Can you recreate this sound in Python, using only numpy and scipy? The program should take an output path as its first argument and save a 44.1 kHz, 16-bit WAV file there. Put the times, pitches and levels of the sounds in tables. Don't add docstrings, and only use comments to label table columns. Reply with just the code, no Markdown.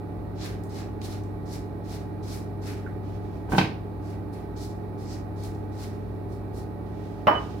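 import sys
import numpy as np
from scipy import signal
from scipy.fft import rfft, irfft, next_fast_len
from scipy.io import wavfile

SR = 44100
rng = np.random.default_rng(int(sys.argv[2]) if len(sys.argv) > 2 else 0)


def pcm_store(signal):
    levels = np.round(np.clip(np.atleast_2d(signal), -1, 1) * 32767)
    wavfile.write(sys.argv[1], SR, levels.astype(np.int16).T)


N = 335149

# (touch-down [s], rise [s], fall [s], swish level [dB], wet fizz [dB re swish],
#   dough drag [dB re swish], power share on bristle tips [0-1], touch-down depth under peak [dB], fizz lag [s])
BRUSH_STROKES = [(0.342, 0.098, 0.13, -42.5, -7, -1.5, 0.24, 29, 0.017),
                 (0.685, 0.115, 0.11, -49.5, -6.5, -0.5, 0.46, 12.5, -0.0056),
                 (1.002, 0.051, 0.081, -45.5, -3.7, -5, 0.17, 18, 0.0022),
                 (1.064, 0.061, 0.12, -49.5, -4, -2.5, 0.3, 15, -0.003),
                 (1.447, 0.089, 0.12, -47.2, -4.5, -5.5, 0.62, 21, 0.004),
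                 (1.83, 0.11, 0.13, -48.9, -4.3, -3, 0.4, 16.5, 0.0051),
                 (2.218, 0.11, 0.13, -45.5, -3, -5.5, 0.5, 17.0, 0.013),
                 (2.607, 0.069, 0.18, -48.5, -3.5, 1.8, 0.5, 17.0, 0.004),
                 (4.012, 0.096, 0.11, -59.0, -4, 1.5, 0.56, 9, 0.005),
                 (4.314, 0.026, 0.15, -58.5, -2.1, 2.5, 0.2, 18.0, -0.002),
                 (4.553, 0.075, 0.14, -48, -5, -12, 0.52, 10.5, 0.01),
                 (4.969, 0.05, 0.16, -58, -4, -4, 0.4, 11, 0.0016),
                 (5.035, 0.099, 0.1, -48.5, -9, -6.5, 0.78, 13, 0.012),
                 (5.351, 0.099, 0.11, -52.5, -3.0, -4.5, 0.3, 16, 0.01),
                 (5.709, 0.12, 0.15, -50, -3.5, -3.3, 0.45, 19, 0.0033),
                 (6.277, 0.053, 0.117, -62.5, -2.4, -9.8, 0.4, 16.0, -0.00059),
                 (6.523, 0.056, 0.11, -53.5, -1, -8, 0.44, 19, -0.00085)]
# (frequency [Hz], density [dB per Hz])
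SWISH_SPECTRUM = [(1500, -25), (3100, -9.5), (3700, -3), (4250, 0), (4700, -5), (6500, -9.5), (9500, -28),
                  (15000, -40)]
# (frequency [Hz], density [dB per Hz])
TIP_SPECTRUM = [(2000, -40), (3800, -19), (4700, -2), (5350, 0), (5900, -3), (6600, -7), (7700, -5.5),
                (9500, -26), (15000, -40)]
# (frequency [Hz], density [dB per Hz])
FIZZ_SPECTRUM = [(4000, -40), (6500, -10), (8000, -1.5), (9300, -.5), (11100, 0), (12800, -3),
                 (14000, -5.5), (16000, -7.5)]
# (frequency [Hz], density [dB per Hz])
DRAG_SPECTRUM = [(300, -11), (700, -4), (1100, 2.5), (1500, 2), (2200, 1.5), (3000, -4.5), (4000, -14),
                 (7000, -40)]
# (time [s], level [dB], centre frequency [Hz])
BRISTLE_TAPS = [(.636, -48, 8900), (1.016, -43, 3830), (1.047, -43, 7000), (1.236, -54, 7000),
                (2.233, -52, 5500), (4.337, -63, 9000), (5.436, -43.5, 7500), (5.548, -55, 5000)]

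# (start [s], rise [s], fall [s], level [dB])
POT_SCUFFS = [(3.486, 0.042, 0.13, -40), (3.545, 0.033, 0.093, -36.5)]
# (frequency [Hz], density [dB per Hz])
SCUFF_SPECTRUM = [(25, -10), (90, 3), (300, 2), (550, 9), (850, 14), (1500, 3), (3000, 2.5), (6000, 0.5),
                  (12000, -4.5), (16000, -7)]
# (time [s], level [dB], contact cut-off [Hz])
POT_HITS = [(3.488, -22.5, 1190), (3.521, -7, 1360), (3.533, -6, 1090), (3.548, -8, 1490),
            (3.5815, 1, 6500), (3.585, -6.5, 9000), (3.612, -10.5, 6000), (3.645, -16, 5000)]
# (frequency [Hz], relative level [dB], T60 [s])
POT_RINGING = [(182, -2.5, 0.44), (316, -4.5, 0.27), (486, -13, 0.11), (766, 5.5, 0.074), (903, -4, .1),
               (1537, 4, 0.077), (2506, -9, 0.24), (3150, -10.5, 0.12), (3820, -23, 0.41), (3840, -9, 0.12),
               (4570, -33, 0.27), (5420, -24, .17)]
# (frequency [Hz], density [dB per Hz])
POT_SPECTRUM = [(41, -37), (70, -17.5), (154, -2), (230, -8.5), (330, -9), (591, -18), (886, -10),
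                (1330, -23.5), (1550, -15.5), (1740, -22), (2490, -17.5), (3410, -25), (4770, -26),
                (7480, -43), (15000, -44)]

# (time [s], level [dB], contact cut-off [Hz])
DISH_HITS = [(7.2703, -1, 17000), (7.283, -4, 3000), (7.311, -13.5, 2980), (7.352, -17, 3970)]
# (frequency [Hz], relative level [dB], T60 [s])
DISH_RINGING = [(204.8, -16.5, 0.74), (326, -15, 0.23), (600.5, 0.5, 0.12), (757, -0.5, 0.073),
                (843, -5.5, 0.18), (942, -3.5, 0.098), (990, -2.5, 0.09), (1166, -9, 0.18),
                (1223, -8.5, 0.35), (1580, -32, .2), (1930, -18, 0.12), (2770, -15, 0.067),
                (2988, -22, 0.42), (3160, -38, 0.12), (3940, -36, 0.12), (5290, -40, 0.41),
                (8120, -43.5, 0.21), (13900, -43, 0.13), (14900, -35, .11), (15200, -38, .16)]
# (frequency [Hz], density [dB per Hz])
DISH_SPECTRUM = [(71, -42), (120, -20), (150, -26), (191, -15), (330, -10), (484, -10.5), (616, -4),
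                 (785, -5), (942, 0.5), (2430, -23), (3040, -25.5), (3500, -36), (5350, -39), (7550, -63.5),
                 (15000, -46)]
# (start [s], rise [s], fall [s], level [dB])
RIM_SWELLS = [(7.268, 0.021, .065, -30.5), (7.331, 0.054, .02, -33.5)]

# (time [s], frequency [Hz], level [dB], half length [s])
SQUEAK_SLIPS = [(2.866, 1520, -36.5, 0.0018), (2.874, 1480, -39, 0.0014)]
# (start [s], rise [s], fall [s], level [dB])
CLOTH_RUSTLES = [(3.02, .08, 0.39, -63), (3.22, 0.11, .25, -64.5), (5.93, .06, .5, -71),
                 (6.85, 0.21, .4, -60.5), (7.25, 0.17, 0.61, -54)]
# (frequency [Hz], density [dB per Hz])
CLOTH_SPECTRUM = [(1000, -5), (2500, 4.5), (4000, 2), (5500, 0), (7000, -6), (11000, -13.5), (16000, -17)]

# (frequency [Hz], level [dB], left re right [dB])
MOTOR_LINES = [(50, -55.5, 2), (61.1, -49, -1), (70.9, -49.5, -0.5), (99.75, -37, 4), (117.1, -53, 0),
               (131.8, -53.5, -7), (146.4, -57.5, 10), (171.4, -45, -5.5), (213.7, -46, -17),
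               (238.3, -55, -14), (269.6, -55, -12), (278.4, -54.5, 0.5), (295.3, -49, -10),
               (313.5, -48.5, -6.5), (325.4, -61, -9), (374, -65.5, -11), (376, -56, -1), (405.3, -48, -5),
               (433, -55.5, -7.5), (576.5, -56, -16), (632, -65, 16), (660, -63.5, -12), (727.6, -57.5, -6),
               (783, -60.5, -24), (853, -53.5, -2.5)]
# (frequency [Hz], density [dB per Hz])
RUMBLE_SPECTRUM = [(20, -28.5), (36, -13), (48, 0.5), (57, 6.5), (79, -14.5), (110, -0.5), (190, -12),
                   (260, -6.5), (310, -3), (420, -4), (540, -11.5), (740, -9.5), (900, -16), (1100, -35),
                   (2500, -90)]
# (frequency [Hz], density [dB per Hz])
AIR_SPECTRUM = [(600, -13), (950, 1.5), (1250, 1.5), (1430, -5.5), (1540, -3.5), (1760, -11.5),
                (1885, -2.5), (2100, -16.5), (2315, -8), (2480, -14.5), (3100, -22.5), (3900, -17),
                (6800, -31), (11500, -24), (15500, -26.5)]

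# (frequency [Hz], T60 [s])
KITCHEN_T60 = [(100, 0.4), (300, 0.43), (700, 0.34), (1500, 0.36), (4000, 0.35), (8000, 0.35),
               (15000, 0.29)]
# (frequency [Hz], left-right correlation [-1 to 1])
SIDE_CORRELATION = [(30, 0.8), (70, 1), (160, 1), (350, 0.82), (700, 0), (1400, 0), (3000, 0.088),
                    (6000, 0.031), (15000, 0)]
# (frequency [Hz], left re right [dB])
BACKGROUND_BALANCE = [(40, 4), (110, -4), (170, 7), (290, -9.5), (450, -2.5), (800, -2.5), (2000, -9),
                      (5000, -1.5), (14000, -2)]

CONTACT_S, FALL_DB, RISE_BEND, FALL_BEND = 0.012, 21, 1.23, 1.14
DRAG_LAG_S = 0.017
FIZZ_FOLLOWS, DRAG_FOLLOWS = 1.13, 0.75
RIM_HZ = 2985
CUTOFF_HZ = 15900


def from_db(db):
    return 10 ** (np.asarray(db) / 20)


def rms_one(x):
    return x / np.sqrt(np.mean(x ** 2) + 1e-20)


def at_hz(points, hz):
    table_hz, value = np.transpose(points)
    return np.interp(np.log(np.maximum(hz, 1)), np.log(table_hz), value)


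def pan(balance_db):
    return from_db(np.array([[0.5], [-0.5]]) * balance_db)


def drift(rate_hz):
    knots = rng.standard_normal(int(N / SR * rate_hz) + 2)
    return rms_one(np.interp(np.arange(N) / SR * rate_hz, np.arange(len(knots)), knots))


def low_pass(x, hz):
    return signal.sosfilt(signal.butter(2, min(hz, 0.45 * SR), fs=SR, output="sos"), x)


def noise(spectrum, size, grain_db=0, balance=None):
    padded = next_fast_len(size, real=True)
    hz = np.arange(padded // 2 + 1) * SR / padded
    grain = from_db(grain_db * np.clip(rng.standard_normal(padded), -3, 3))
    mid, side = rfft(rng.standard_normal((2, padded)) * grain)
    alike = np.clip(at_hz(SIDE_CORRELATION, hz), -1, 1)
    both = np.sqrt(1 + alike) * mid + np.sqrt(1 - alike) * side * [[1], [-1]]
    if balance is not None:
        both = both * pan(at_hz(balance, hz))
    shaped = irfft(both * from_db(at_hz(spectrum, hz)), padded)
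    return rms_one(shaped[:, :size])


def room_tail(spectrum):
    t = np.arange(SR) / SR
    bins_hz = np.arange(SR // 2 + 1)
    source = rfft(noise(spectrum, size=SR))
    centres_hz = np.geomspace(60, 15360, 9)
    tail = 0
    for centre_hz, share in zip(centres_hz, np.eye(len(centres_hz))):
        band = at_hz(np.c_[centres_hz, share], bins_hz)
        octave = irfft(source * band, SR)
        tail = tail + octave * from_db(-60 * t / at_hz(KITCHEN_T60, centre_hz))
    return tail


def add(out, time_s, sound):
    start = round(time_s * SR)
    out[:, start:start + sound.shape[-1]] += sound[:, :N - start]


def swell(start_s, rise_s, fall_s, edge_db=18, follows=1):
    t = np.arange(N) / SR - start_s
    rising = np.clip(1 - t / rise_s, 0, 1)
    falling = np.clip((t - rise_s) / fall_s, 0, 6)
    db = -edge_db * rising ** RISE_BEND - FALL_DB * falling ** FALL_BEND
    contact = np.clip(t / CONTACT_S, 0, 1) ** 2
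    return contact * from_db(follows * db)


def swells(rows, edge_db=18):
    power = sum((from_db(db) * swell(start_s, rise_s, fall_s, edge_db)) ** 2
                for start_s, rise_s, fall_s, db in rows)
    return np.sqrt(power)


def brush(swish_db=0.3, tip_db=-0.1, fizz_db=-0.1, drag_db=-0.1, grain_db=6, press_db=0.8):
    sides = tips = fizz = drag = 0
    for start_s, rise_s, fall_s, db, wet_db, pressed_db, on_tips, edge_db, fizz_lag_s in BRUSH_STROKES:
        share = np.clip(on_tips, 0, 1)
        swish = (from_db(db) * swell(start_s, rise_s, fall_s, edge_db)) ** 2
        sides = sides + (1 - share) * swish
        tips = tips + share * swish
        wet = swell(start_s + fizz_lag_s, rise_s, fall_s, edge_db, FIZZ_FOLLOWS)
        fizz = fizz + (from_db(db + wet_db) * wet) ** 2
        pressed = swell(start_s + DRAG_LAG_S, rise_s, fall_s, edge_db, DRAG_FOLLOWS)
        drag = drag + (from_db(db + pressed_db) * pressed) ** 2

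    def layer(power, level_db, spectrum):
        return np.sqrt(power) * from_db(level_db) * noise(spectrum, size=N, grain_db=grain_db)

    bristles = layer(sides, swish_db, SWISH_SPECTRUM) + layer(tips, tip_db, TIP_SPECTRUM)
    film = layer(fizz, fizz_db, FIZZ_SPECTRUM)
    dough = layer(drag, drag_db, DRAG_SPECTRUM)
    sound = bristles * pan(balance_db=-1.3) + film * pan(balance_db=2.5) + dough
    return sound * from_db(press_db * drift(rate_hz=49))


def taps(snap_t60_s=0.023, tail_db=-11, tail_t60_s=0.42):
    out, t = np.zeros((2, N)), np.arange(SR) / SR
    for time_s, db, hz in BRISTLE_TAPS:
        spectrum = [(hz / 8, -35), (hz / 2, -5), (hz, 0), (hz * 2, -10), (hz * 4, -28)]
        tick = noise(spectrum, size=SR) * from_db(-60 * t / snap_t60_s)
        tail = noise(spectrum, size=SR) * from_db(tail_db - 60 * t / tail_t60_s)
        add(out, time_s, from_db(db) * (tick + tail))
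    return out


def knocks(blows, modes, spectrum, ring_db, crack_db, crack_t60_s, room_db, spread_rad):
    out, t = np.zeros((2, N)), np.arange(SR) / SR
    for time_s, db, contact_hz in blows:
        ring = 0
        for k, (hz, mode_db, t60_s) in enumerate(modes):
            skew = spread_rad * min(hz / 1000, 2) * rng.uniform(-0.64, 1, (2, 1))
            build_up = 1 - np.exp(-t * hz)
            decay = from_db(mode_db - 60 * t / t60_s)
            ring = ring + (-1) ** k * np.sin(2 * np.pi * hz * t + skew) * build_up * decay
        crack = noise(spectrum, size=SR) * from_db(-60 * t / crack_t60_s)
        room = room_tail(spectrum) * (1 - np.exp(-t / 0.0034))
        sound = from_db(ring_db) * ring + from_db(crack_db) * crack + from_db(room_db) * room
        onset = np.minimum(t / 0.0002, 1)
        add(out, time_s, from_db(db) * low_pass(sound * onset, contact_hz))
    return out


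def oil_pot():
    hits = knocks(POT_HITS, POT_RINGING, POT_SPECTRUM, ring_db=-21.5, crack_db=-12,
                  crack_t60_s=0.056, room_db=-20.5, spread_rad=0.69)
    grit = noise(SCUFF_SPECTRUM, size=N, grain_db=6)
    return (hits + swells(POT_SCUFFS) * grit) * pan(balance_db=-1.5)


def dish(waver_hz=14):
    hits = knocks(DISH_HITS, DISH_RINGING, DISH_SPECTRUM, ring_db=-12, crack_db=-12,
                  crack_t60_s=0.088, room_db=-15, spread_rad=0.57)
    phase = 2 * np.pi * np.cumsum(RIM_HZ + waver_hz * drift(rate_hz=69)) / SR
    song = np.sqrt(2) * np.sin(phase + [[0], [0.6]])
    return (hits + swells(RIM_SWELLS, edge_db=7) * song) * pan(balance_db=-3.5)


def squeak(room_db=-16):
    out, t = np.zeros((2, N)), np.arange(N) / SR
    for time_s, hz, db, half_length_s in SQUEAK_SLIPS:
        spectrum = [(hz * 0.55, -25), (hz * 0.73, -1), (hz, 0), (hz * 1.5, -8), (hz * 1.8, -35)]
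        add(out, time_s, from_db(db + room_db) * room_tail(spectrum))
        envelope = np.exp(-0.5 * ((t - time_s) / half_length_s) ** 2)
        out += from_db(db) * np.sin(2 * np.pi * hz * (t - time_s)) * envelope
    return out * pan(balance_db=-8)


def cloth():
    rub = swells(CLOTH_RUSTLES, edge_db=10) * noise(CLOTH_SPECTRUM, size=N, grain_db=2.5)
    return rub * from_db(1.7 * drift(rate_hz=41)) * pan(balance_db=-4)


def appliance(throb=0.13, wander_rad=0.35, rumble_db=-40, air_db=-53.5):
    t, hum = np.arange(N) / SR, 0
    for hz, db, balance_db in MOTOR_LINES:
        phase = 2 * np.pi * hz * t + wander_rad * hz / 200 * drift(rate_hz=3)
        skew = hz / 2000 * rng.uniform(-1, 1, (2, 1))
        level = np.sqrt(2) * from_db(db) * (1 + throb * drift(rate_hz=5))
        hum = hum + level * np.sin(phase + skew) * rms_one(pan(balance_db))
    rumble = noise(RUMBLE_SPECTRUM, size=N, balance=BACKGROUND_BALANCE)
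    air = noise(AIR_SPECTRUM, size=N, balance=BACKGROUND_BALANCE)
    return hum + from_db(rumble_db) * rumble + from_db(air_db) * air


def scene():
    return brush() + taps() + oil_pot() + dish() + squeak() + cloth() + appliance()


def record(dry):
    return signal.sosfilt(signal.ellip(12, 0.1, 90, CUTOFF_HZ, fs=SR, output="sos"), dry)


dry = scene()
out = record(dry)
pcm_store(out)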